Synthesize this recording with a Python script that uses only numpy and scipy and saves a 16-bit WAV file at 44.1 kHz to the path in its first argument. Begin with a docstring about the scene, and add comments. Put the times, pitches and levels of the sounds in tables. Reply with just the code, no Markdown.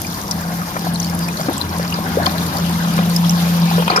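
"""Pump emptying a pit

A submersible pump empties a narrow concrete pit, heard from above by a close pair of microphones.
The impeller hums as wavering sines and the pit booms as resonant noise, louder as the water sinks.
Churned water rushes in flickering noise bands; big bubbles gurgle as rising rings, small drops spit
as short noisy rings. At the end the inlet gulps air: the hum drops, a wet rattle starts."""
import sys
import numpy as np
from scipy import signal
from scipy.fft import rfft, irfft
from scipy.io import wavfile

SR = 44100
rng = np.random.default_rng(int(sys.argv[2]) if len(sys.argv) > 2 else 0)


def volts_from_decibels(level):
    """Turn decibel levels (scalar or array-like) into linear amplitude factors."""
    exponent = np.asarray(level, float) / 20
    return 10 ** exponent


def dump(signal):
    """Clip the signal to [-1, 1] and save it as 16-bit WAV at the path in sys.argv[1]."""
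    limited = np.clip(np.atleast_2d(signal).T, -1, 1)
    pcm = np.round(limited * 32767).astype(np.int16)
    wavfile.write(sys.argv[1], SR, pcm)


N = 176400

# Spectrum of the low rush of water. Each row: frequency in Hz, relative density in dB per Hz.
RUSH_SPECTRUM = [(180, -31), (300, -10.5), (383, -9), (510, -6.5), (668, -5), (988, -3), (1230, -9),
                 (1590, -6.5), (2400, -23), (3120, -21), (5280, -120)]
# Spectrum of the fizz near 3 kHz. Each row: frequency in Hz, relative density in dB per Hz.
FIZZ_SPECTRUM = [(1180, -59), (2000, -1.5), (2410, 1), (2980, 1.5), (3240, 4), (4300, 6.5), (5590, -17),
                 (9460, -120)]
# Spectrum of the hiss of water. Each row: frequency in Hz, relative density in dB per Hz.
HISS_SPECTRUM = [(2350, -19), (4000, -9.5), (4760, -3), (5220, -7.5), (6700, -5.5), (7660, -33),
                 (8910, -8.5), (10100, -17), (13200, -0.5), (15100, -15.5), (16000, -17)]
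# Lead of the left microphone over the right. Each row: frequency in Hz, lead in seconds.
LEFT_LEAD_S = [(60, .00008), (170, .0002), (600, .00023), (1100, .00025), (2000, .00039), (15000, .00038)]


def rms_one(x):
    """Scale to rms 1."""
    return x / np.sqrt(np.mean(x ** 2) + 1e-20)


def in_time(rows):
    """Columns of a curve table at every sample."""
    s, *columns = np.transpose(rows)
    return [np.interp(np.arange(N) / SR, s, c) for c in columns]


def at_hz(points, hz):
    """Read a table on a log-frequency axis."""
    table_hz, values = np.transpose(points)
    return np.interp(np.log(hz), np.log(np.maximum(table_hz, 1)), values)


def drift(rate_hz):
    """Slow random curve of rms 1: noise at SR / 40 through a two-pole low-pass, interpolated."""
    r = np.exp(-80 * np.pi * rate_hz / SR)
    noise = rng.standard_normal(N // 40 + 2002)
    slow = signal.lfilter([1], [1, -2 * r, r * r], noise)[2000:]  # settled part
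    return np.interp(np.arange(N) / 40, np.arange(len(slow)), rms_one(slow))


def resonance(x, hz, width_hz):
    """Two-pole resonance."""
    r = np.exp(-np.pi * width_hz / SR)
    poles = [1, -2 * r * np.cos(2 * np.pi * hz / SR), r * r]
    return signal.lfilter([1 - r, 0, r - 1], poles, x + 1e-18)


def pair(near, apart=0):
    """Two microphones: the direct share reaches the left first, the rest is unrelated; balance by pitch."""
    # Power share from the water's side. Each row: frequency in Hz, share.
    direct_share = [(60, 1.), (250, 0.97), (500, 0.94), (1000, 0.69), (2000, 0.057), (4500, 0.057),
                    (8000, 0.023), (15000, 0.042)]
    # Balance of the microphones. Each row: frequency in Hz, left minus right in dB.
    left_minus_right_db = [(60, 0), (125, .5), (250, 1.7), (500, 4), (1000, 4.3), (2000, 3.3), (4000, 2.4),
                           (8000, -.2), (15000, .4)]
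    hz = np.maximum(np.arange(N // 2 + 1) * SR / N, 1)
    share = np.clip(at_hz(direct_share, hz), 0, 1) if np.ndim(apart) else 1
    lag = np.exp(-2j * np.pi * hz * at_hz(LEFT_LEAD_S, hz) * np.array([[0], [1]]))
    both = np.sqrt(share) * rfft(near) * lag
    both = both + np.sqrt(1 - share) * rfft(apart + np.zeros((2, N)))
    return irfft(both * volts_from_decibels(at_hz(left_minus_right_db, hz) * np.array([[.5], [-.5]])), N)


def banded_noise(spectrum, patchy_db, shared, surge_db=0):
    """Noise bands about a third-octave wide, flickering partly together, surging apart; rms 1."""
    out, together = 0, drift(14.0)
    low_hz, high_hz = max(spectrum[0][0], 20), min(spectrum[-1][0], 18000)
    edges = np.geomspace(low_hz, high_hz, int(3 * np.log2(high_hz / low_hz)) + 2)
    white = rng.standard_normal((2, 3, N))  # neighbouring bands use different noise
    for k, (low, high) in enumerate(zip(edges, edges[1:])):
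        band_pass = signal.butter(2, [low, high], "band", fs=SR, output="sos")
        band = signal.sosfilt(band_pass, white[k % 2])
        flicker_db = patchy_db * (shared * together + drift(27.0))
        level_db = at_hz(spectrum, np.sqrt(low * high)) + flicker_db + surge_db * drift(3.6)
        out = out + band * volts_from_decibels(level_db)
    return rms_one(pair(out[0], out[1:]))


def grains(per_s, low_hz, high_hz, cycles, spread_db, spectrum):
    """Random bubbles ringing a few cycles at 20 pitches spread over a range; rms 1."""
    sizes = volts_from_decibels(spread_db * np.minimum(rng.exponential(1, N), 3)) * rng.choice([-1, 1], N)
    born = rng.random(N) < per_s * volts_from_decibels(3.0 * drift(8.0)) / SR
    dealt, out = rng.integers(0, 20, N), 0
    for k, hz in enumerate(np.geomspace(low_hz, high_hz, 20)):
        ring = resonance(sizes * born * (dealt == k), hz, 0.87 * hz / cycles)
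        out = out + volts_from_decibels(at_hz(spectrum, hz)) * np.sqrt(hz) * ring
    return rms_one(out)


def rings(x, flicker_db=0):
    """Parallel resonances of pipe and pit, each swelling and fading on its own by flicker_db."""
    # Pipe and pit rings. Each row: frequency in Hz, width in Hz, relative level in dB.
    pit_rings = [(518, 160, -0.5), (765, 41, -1.5), (1037, 100, -1), (1336, 95, 0.5), (1620, 180, -5),
                 (2408, 73, -13)]
    out = 0
    for k, (hz, width_hz, db) in enumerate(pit_rings):
        gain = (-1) ** k * volts_from_decibels(db + flicker_db * drift(5.2)) / np.sqrt(width_hz)
        out = out + gain * resonance(x, hz, width_hz)
    return out


def pit(x):
    """Short flutter between the close walls, other paths for each side."""
    hz = np.arange(N // 2 + 1) * SR / N
    lags_s = rng.uniform(.002, .007, (2, 5, 1))
    # t60 0.05 s at low frequencies, shorter in the treble
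    loop = volts_from_decibels(-60 * lags_s / .05) * np.exp(-2j * np.pi * hz * lags_s) / (1 + 1j * hz / 9000)
    echoes = np.sum(loop / (1 - loop), axis=1) * hz / (hz + 700)
    return volts_from_decibels(-7) * irfft(rfft(x) * echoes, N) / 2


def rumble():
    """Low noise bands of varying level over a steady deep bed."""
    # Low rumble. Each row: frequency in Hz, relative density in dB per Hz.
    low_spectrum = [(90, -25), (120, -5.5), (150, 0), (250, -4.5), (330, -9), (450, -55)]
    # Its course. Each row: time in seconds, level in dB.
    low_course = [(0.0, -29.5), (0.12, -35.5), (1.54, -28), (1.85, -29.5), (2.24, -26), (2.57, -27.5),
                  (4.0, -37)]
    # Deep rumble. Each row: frequency in Hz, relative density in dB per Hz.
    deep_spectrum = [(20, -26), (40, -11), (60, -2), (80, -3.5), (110, 0.5), (140, -2)]
    out = volts_from_decibels(in_time(low_course)[0]) * banded_noise(low_spectrum, patchy_db=2.2, shared=.5)
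    return out + volts_from_decibels(-37.5) * banded_noise(deep_spectrum, patchy_db=1.5, shared=0.28, surge_db=1.0)


def churned_water(low_db, mid_db, high_db):
    """Rush, fizz and hiss as flickering noise; rush and fizz also surge slowly band by band."""
    surge_db = 1.94
    out = volts_from_decibels(low_db) * banded_noise(RUSH_SPECTRUM, patchy_db=2.0, shared=0.81, surge_db=surge_db)
    out += volts_from_decibels(mid_db) * banded_noise(FIZZ_SPECTRUM, patchy_db=3.5, shared=0.18, surge_db=surge_db)
    return out + volts_from_decibels(high_db) * banded_noise(HISS_SPECTRUM, patchy_db=1.48, shared=0.74)


def ringing_rush(low_db):
    """Rush heard through the pipe and pit rings: white noise into the resonances."""
    return volts_from_decibels(low_db - 6) * rms_one(rings(rng.standard_normal(N), flicker_db=3))


def gurgles(low_db):
    """Small bubbles: random rings in the rush band."""
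    return volts_from_decibels(low_db - 7) * grains(150, 362, 2360, cycles=24.6, spread_db=3.0, spectrum=RUSH_SPECTRUM)


def spits(mid_db, high_db):
    """Droplets and fine crackle: short random rings in the fizz and hiss bands."""
    spit_db = -7.5  # against the fizz or hiss
    droplets = grains(160, 3660, 7120, cycles=14.5, spread_db=8.0, spectrum=HISS_SPECTRUM)
    crackle = grains(500, 7000, 14000, cycles=4.0, spread_db=4.0, spectrum=HISS_SPECTRUM)
    lower = grains(95, 2460, 4860, cycles=27.0, spread_db=3.5, spectrum=FIZZ_SPECTRUM)
    return volts_from_decibels(high_db + spit_db) * droplets + volts_from_decibels(high_db - 8) * crackle + volts_from_decibels(mid_db + spit_db) * lower


def squeaks():
    """Air squeezing through the water: narrow glides, their level wavering at random."""
    # Each row: start in seconds, length in seconds, peak in dB before the waver, from Hz, to Hz.
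    glides = [(.8, 0.11, -37.5, 5260, 3980), (1.2, 0.075, -30, 4950, 4590), (3.53, 0.045, -37, 4340, 4120)]
    out, t, waver = 0, np.arange(N) / SR, resonance(rng.standard_normal(N), 60, 150)
    for s, length_s, db, from_hz, to_hz in glides:
        part = np.clip((t - s) / length_s, 0, 1)
        phase = 2 * np.pi * np.cumsum(from_hz + (to_hz - from_hz) * part) / SR
        out = out + volts_from_decibels(db) * np.sin(np.pi * part) * np.sin(phase)
    return out * (1 + 1.2 * rms_one(waver))


def drops():
    """Drops and splashes: each a short noisy ring around its pitch with a broad crack."""
    # Each row: start in seconds, relative level in dB, frequency in Hz,
    # pan in dB (+ left, scaled per side below), noise ring t60 in seconds, crack gain in dB.
    drop_rows = [(0.0158, -8.5, 11700, 5, 0.012, -2), (0.0444, -17.5, 2360, 2, 0.042, 0),
                 (0.0667, -19, 5030, 6, 0.034, -4), (0.2128, -19, 6130, 7, 0.02, 3),
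                 (0.3092, 0, 5325, 6.5, 0.028, -5.5), (0.7906, -10.5, 5460, 4, 0.012, -5),
                 (0.8758, -21, 4170, 1.0, 0.028, -4), (0.9365, -16.5, 10120, 0, 0.033, -7),
                 (0.9427, -16, 4400, 2, 0.03, -3), (0.956, -14, 4240, 5, 0.024, 0),
                 (0.998, -11.5, 6080, 11.5, 0.024, -6), (1.017, -19, 4440, 1, 0.038, 6),
                 (1.026, -19, 5540, 13, 0.035, -4), (1.044, -15.5, 4580, 1, 0.035, 5),
                 (1.0584, -23, 4430, -1, 0.03, 8), (1.096, -20, 5490, 13, 0.024, -4),
                 (1.148, -13, 10300, 0.5, 0.023, -4), (1.1896, -24.5, 4900, 5, 0.024, 16.5),
                 (1.285, -15, 2370, 0.5, 0.039, 3), (1.3708, -14.5, 4210, 1, 0.027, -6),
                 (1.403, -19, 4720, 0, 0.021, 6.5), (1.529, -17, 11100, 5, 0.028, 0),
                 (1.5795, -11, 7750, -3, 0.016, -2), (1.6109, -9.5, 4070, 7.5, 0.037, -8),
                 (1.7833, -32, 4090, 1, 0.024, 20), (1.923, -11.5, 2790, 2.5, 0.031, -4),
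                 (1.9397, -8, 4800, 1, 0.027, -12), (2.229, -19, 4230, 5, 0.068, 1),
                 (2.2584, -7.5, 3240, 2.5, 0.03, 1), (2.262, 6, 4450, 8.5, 0.01, -28),
                 (2.2923, -21.5, 4080, 13.5, 0.03, -11), (2.317, -21, 4440, 11, 0.026, -2),
                 (2.379, -19, 4190, 12, 0.03, -1), (2.4627, -16, 4530, 5.5, 0.03, 1),
                 (2.5674, -12.5, 4600, 4, 0.031, -5), (2.661, -15, 4390, 5, 0.027, -1),
                 (2.7273, -20, 3350, 4, 0.03, 3), (2.937, -15.5, 4670, 0.0, 0.027, 6),
                 (3.097, -27, 4650, 1, 0.02, 18), (3.162, -3.5, 5140, 0, 0.027, 1.5),
                 (3.244, -19, 3300, 12, 0.039, -2), (3.2947, 1, 5620, -3, 0.011, -4),
                 (3.8792, -16, 2520, -2, 0.064, -3), (3.961, -14, 2430, -1, 0.058, -6),
                 (3.8757, -11.5, 3180, 9, 0.044, -6), (3.898, -8, 4390, 3, 0.076, -19),
                 (3.9122, -11.5, 2360, 1, 0.059, -1), (3.9611, -1.5, 5260, 1, 0.031, -6),
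                 (3.968, -6, 5130, -1, 0.048, -3), (3.9944, -19.5, 10400, 3, 0.025, 11)]
    width, swell_s, crack_t60_s = 0.15, 0.0004, 0.0037  # width as a share of the pitch
    out, t = np.zeros((2, N + SR)), np.arange(SR // 10) / SR
    noises = rng.standard_normal((len(drop_rows), len(t)))
    for (s, db, hz, pan_db, t60_s, crack_db), noise in zip(drop_rows, noises):
        ring = rms_one(resonance(resonance(noise, hz, width * hz), hz, 2 * width * hz))
        crack = volts_from_decibels(crack_db - 60 * t / crack_t60_s) * resonance(noise, 6900, 11600)
        tone = .9 * np.sin(2 * np.pi * hz * t) * volts_from_decibels(-30 * t / t60_s)  # dies faster than the noise
        decay = volts_from_decibels(-60 * t / t60_s) * (1 - np.exp(-t / swell_s))
        burst = (tone + .45 * ring) * decay + crack
        for side, lag_s, pan_scale in ((0, 0.0024, 0.7), (1, LEFT_LEAD_S[-1][1], -0.88)):
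            i = int((s + lag_s) * SR)
            out[side, i:i + len(t)] += volts_from_decibels(db - 2.0 + pan_scale * pan_db) * burst
    return out[:, :N]


def gulps():
    """Each is a bubble rising in pitch, a weaker neighbour just after, and a slap that rings the pipe."""
    # Big bubbles bursting. Each row: start in seconds, relative level in dB, starting pitch in Hz,
    # relative level of the surface slap in dB.
    bursts = [(.616, -17, 1210, -19.5), (.757, -24, 616, -18.5), (.765, -18, 1750, -13),
              (.867, -13, 690, -21), (1.396, -12, 626, -21), (1.408, -20, 1110, -17),
              (1.484, -3.5, 272, -32), (1.485, -9.5, 512, -16), (1.495, -15, 885, -28),
              (1.5, -11.5, 344, -26), (1.51, -17, 666, -32), (1.796, -15, 517, -19), (1.987, -16, 575, -23),
              (2.171, -1, 477, -35), (2.181, -6, 577, -35), (2.199, -8, 680, -22), (2.265, -10, 1580, -39),
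              (2.265, -12.5, 700, -8.5), (2.268, -11.5, 260, -9), (2.979, -25, 1280, -11.5),
              (2.988, -25, 600, -10), (3.241, -16, 1190, -34), (3.711, -15, 790, -25),
              (3.78, -5.5, 485, -10.5), (3.796, -10, 478, -31), (3.822, -9.5, 895, -15),
              (3.878, -8, 930, -11.5), (3.879, -11, 1360, -33), (3.899, -7, 1310, -35),
              (3.901, -11, 757, -8), (3.912, -11, 670, -27), (3.919, -11, 940, -17),
              (3.923, -12.5, 327, -28), (3.936, -16, 810, -28), (3.946, -20, 475, -34),
              (3.959, -8, 1620, -25), (3.961, -7, 980, -11), (3.975, -0.5, 1290, -14),
              (3.98, -12, 443, -26), (3.989, -22, 690, -22), (3.995, -10, 320, -37)]
    cycles_to_60db = 17  # at 600 Hz
    rise, swell_cycles, spread_s, slap_t60_s = 0.053, 1.5, 0.0078, 0.013
    out, slaps, t = np.zeros(N + SR), np.zeros(N + SR), np.arange(SR // 8) / SR
    draws = rng.random((len(bursts), 2))
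    noises = rng.standard_normal((len(bursts), len(t)))
    for (s, db, hz, slap_db), draw, noise in zip(bursts, draws, noises):
        neighbour = (draw[0] * spread_s, hz * (1.07 + .16 * draw[1]), db - 9)
        for late_s, f, level_db in ((0, hz, db), neighbour):
            swell = 1 - np.exp(-t * f / swell_cycles)
            shape = swell * volts_from_decibels(-60 * t * np.sqrt(f * 600) / cycles_to_60db)
            tone = np.sin(2 * np.pi * f * (t + rise * t * t * f / cycles_to_60db))
            i = int((s + late_s) * SR)
            out[i:i + len(t)] += volts_from_decibels(level_db + 5.5) * shape * tone
        i = int(s * SR)
        slaps[i:i + len(t)] += volts_from_decibels(slap_db - 60 * t / slap_t60_s) * noise
    return out[:N] + volts_from_decibels(39.5) * rings(slaps[:N])


def inlet_rattle():
    """Wet rattle of air and water in the inlet: random knocks through the rings and a broad resonance."""
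    # Each row: time in seconds, level in dB of the part through the rings.
    rattle_course = [(3.865, -50), (3.885, -27), (3.93, -24), (3.952, -28), (3.965, -23), (4.0, -22)]
    knocks = (rng.random(N) < 2500 / SR) * rng.standard_normal(N) ** 3  # 2500 per s
    broad = rms_one(resonance(resonance(knocks, 850, 1000), 870, 1400))
    return volts_from_decibels(in_time(rattle_course)[0]) * (rms_one(rings(knocks)) + 0.37 * broad)


def pump():
    """Impeller vane tone, its unsteady half-pitch undertone, mains lines and the boom of the pit."""
    # Vane tone. Each row: time in seconds, level in dB.
    hum_course = [(0.0, -36), (0.09, -30), (0.25, -36.5), (0.33, -26.5), (0.61, -24), (0.71, -36),
                  (0.88, -22), (1.32, -24), (1.38, -38), (1.42, -24.5), (1.59, -47), (1.71, -36),
                  (1.78, -23), (2.47, -25), (2.55, -31.5), (2.61, -19), (2.74, -18), (2.81, -19),
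                  (2.99, -17), (3.34, -13), (3.38, -16.5), (3.53, -15), (3.64, -12.5), (3.71, -18),
                  (3.75, -14), (3.86, -18.5)]
    # Half the vane tone. Each row: time in seconds, level in dB.
    undertone_course = [(0.0, -29), (0.19, -42), (0.26, -69), (0.37, -28), (0.78, -51), (1.14, -33),
                        (1.45, -41), (1.66, -27.5), (2.03, -41), (2.22, -28), (2.58, -34), (4.0, -37)]
    # Motor windings. Each row: frequency in Hz, level in dB.
    mains_lines = [(100, -44), (300, -44)]
    # Air column of the pit, shaken by the pump. Each row: time in seconds, level in dB.
    boom_course = [(0.0, -51), (0.1, -17), (0.14, -43), (0.36, -25), (0.41, -35.5), (2.45, -34), (3.1, -21),
                   (3.15, -29.5), (3.78, -24.5), (4.0, -32)]
    vane_hz, waver_hz, waver_db = 171.06, .6, 1.4
    air_in_s, air_in_drop_db = 3.879, -10.5  # the inlet draws air and the tone breaks off
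    boom_hz, boom_width_hz = 200.7, 32.5
    t = np.arange(N) / SR
    turn = 2 * np.pi * np.cumsum(vane_hz + waver_hz * drift(4.44)) / SR
    hum_db = in_time(hum_course)[0] + waver_db * drift(16.7)
    hum_db = hum_db + air_in_drop_db * np.clip((t - air_in_s) / 0.0045, 0, 1)
    out = np.sqrt(2) * np.sin(turn) * volts_from_decibels(hum_db)

    under = resonance(rng.standard_normal(N), vane_hz / 2, 3)
    under = rms_one(resonance(under, vane_hz / 2, 31))
    undertone = 0.82 * np.sqrt(2) * np.sin(turn / 2) + 0.41 * under
    out += volts_from_decibels(in_time(undertone_course)[0]) * undertone

    for hz, db in mains_lines:
        out += np.sqrt(2) * volts_from_decibels(db + 1.4 * drift(5.5)) * np.sin(2 * np.pi * hz * t)

    boom = resonance(rng.standard_normal(N), boom_hz, boom_width_hz)
    boom = resonance(boom, boom_hz, 0.99 * boom_width_hz)
    return out + volts_from_decibels(in_time(boom_course)[0]) * rms_one(boom)


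def scene():
    """Pump, water and pit together."""
    # Churned water. Each row: time in seconds, level below 2 kHz, near 3 kHz and above 4 kHz in dB.
    churn_course = [(0.0, -33, -39, -31.5), (0.47, -30, -46, -34), (0.69, -31.5, -44, -33),
                    (0.87, -31, -38.5, -34.5), (1.25, -30.5, -40.5, -33.5), (1.47, -29.5, -36.5, -33.5),
                    (1.99, -28.5, -38.5, -34), (2.22, -26, -37.5, -32.5), (2.39, -28, -33.5, -31),
                    (2.9, -28, -32, -32.5), (3.11, -28, -33, -30), (3.75, -27, -30, -30),
                    (3.87, -27.5, -29.5, -34), (4.0, -23, -34, -38)]
    low_db, mid_db, high_db = in_time(churn_course)
    bubbles = gulps() + gurgles(low_db) + ringing_rush(low_db) + inlet_rattle()
    spray = spits(mid_db, high_db) + squeaks()
    splash = drops()
    echoes = pit(bubbles + spray + splash.mean(axis=0))
    background = rumble() + churned_water(low_db, mid_db, high_db)
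    return background + echoes + splash + pair(pump() + bubbles + spray)


def top_cut(x):
    """Nothing passes above the cut-off."""
    return signal.sosfilt(signal.butter(12, 16840, fs=SR, output="sos"), x)


def record(dry):
    """Peaks are rounded and the top is cut, 70 dB down from 16.4 kHz."""
    rounded = .95 * np.tanh(dry / .95)
    low_pass = signal.cheby2(12, 70, 16400, fs=SR, output="sos")
    mix = signal.sosfilt(low_pass, rounded)
    return top_cut(mix)


dry = scene()
out = record(dry)
dump(out)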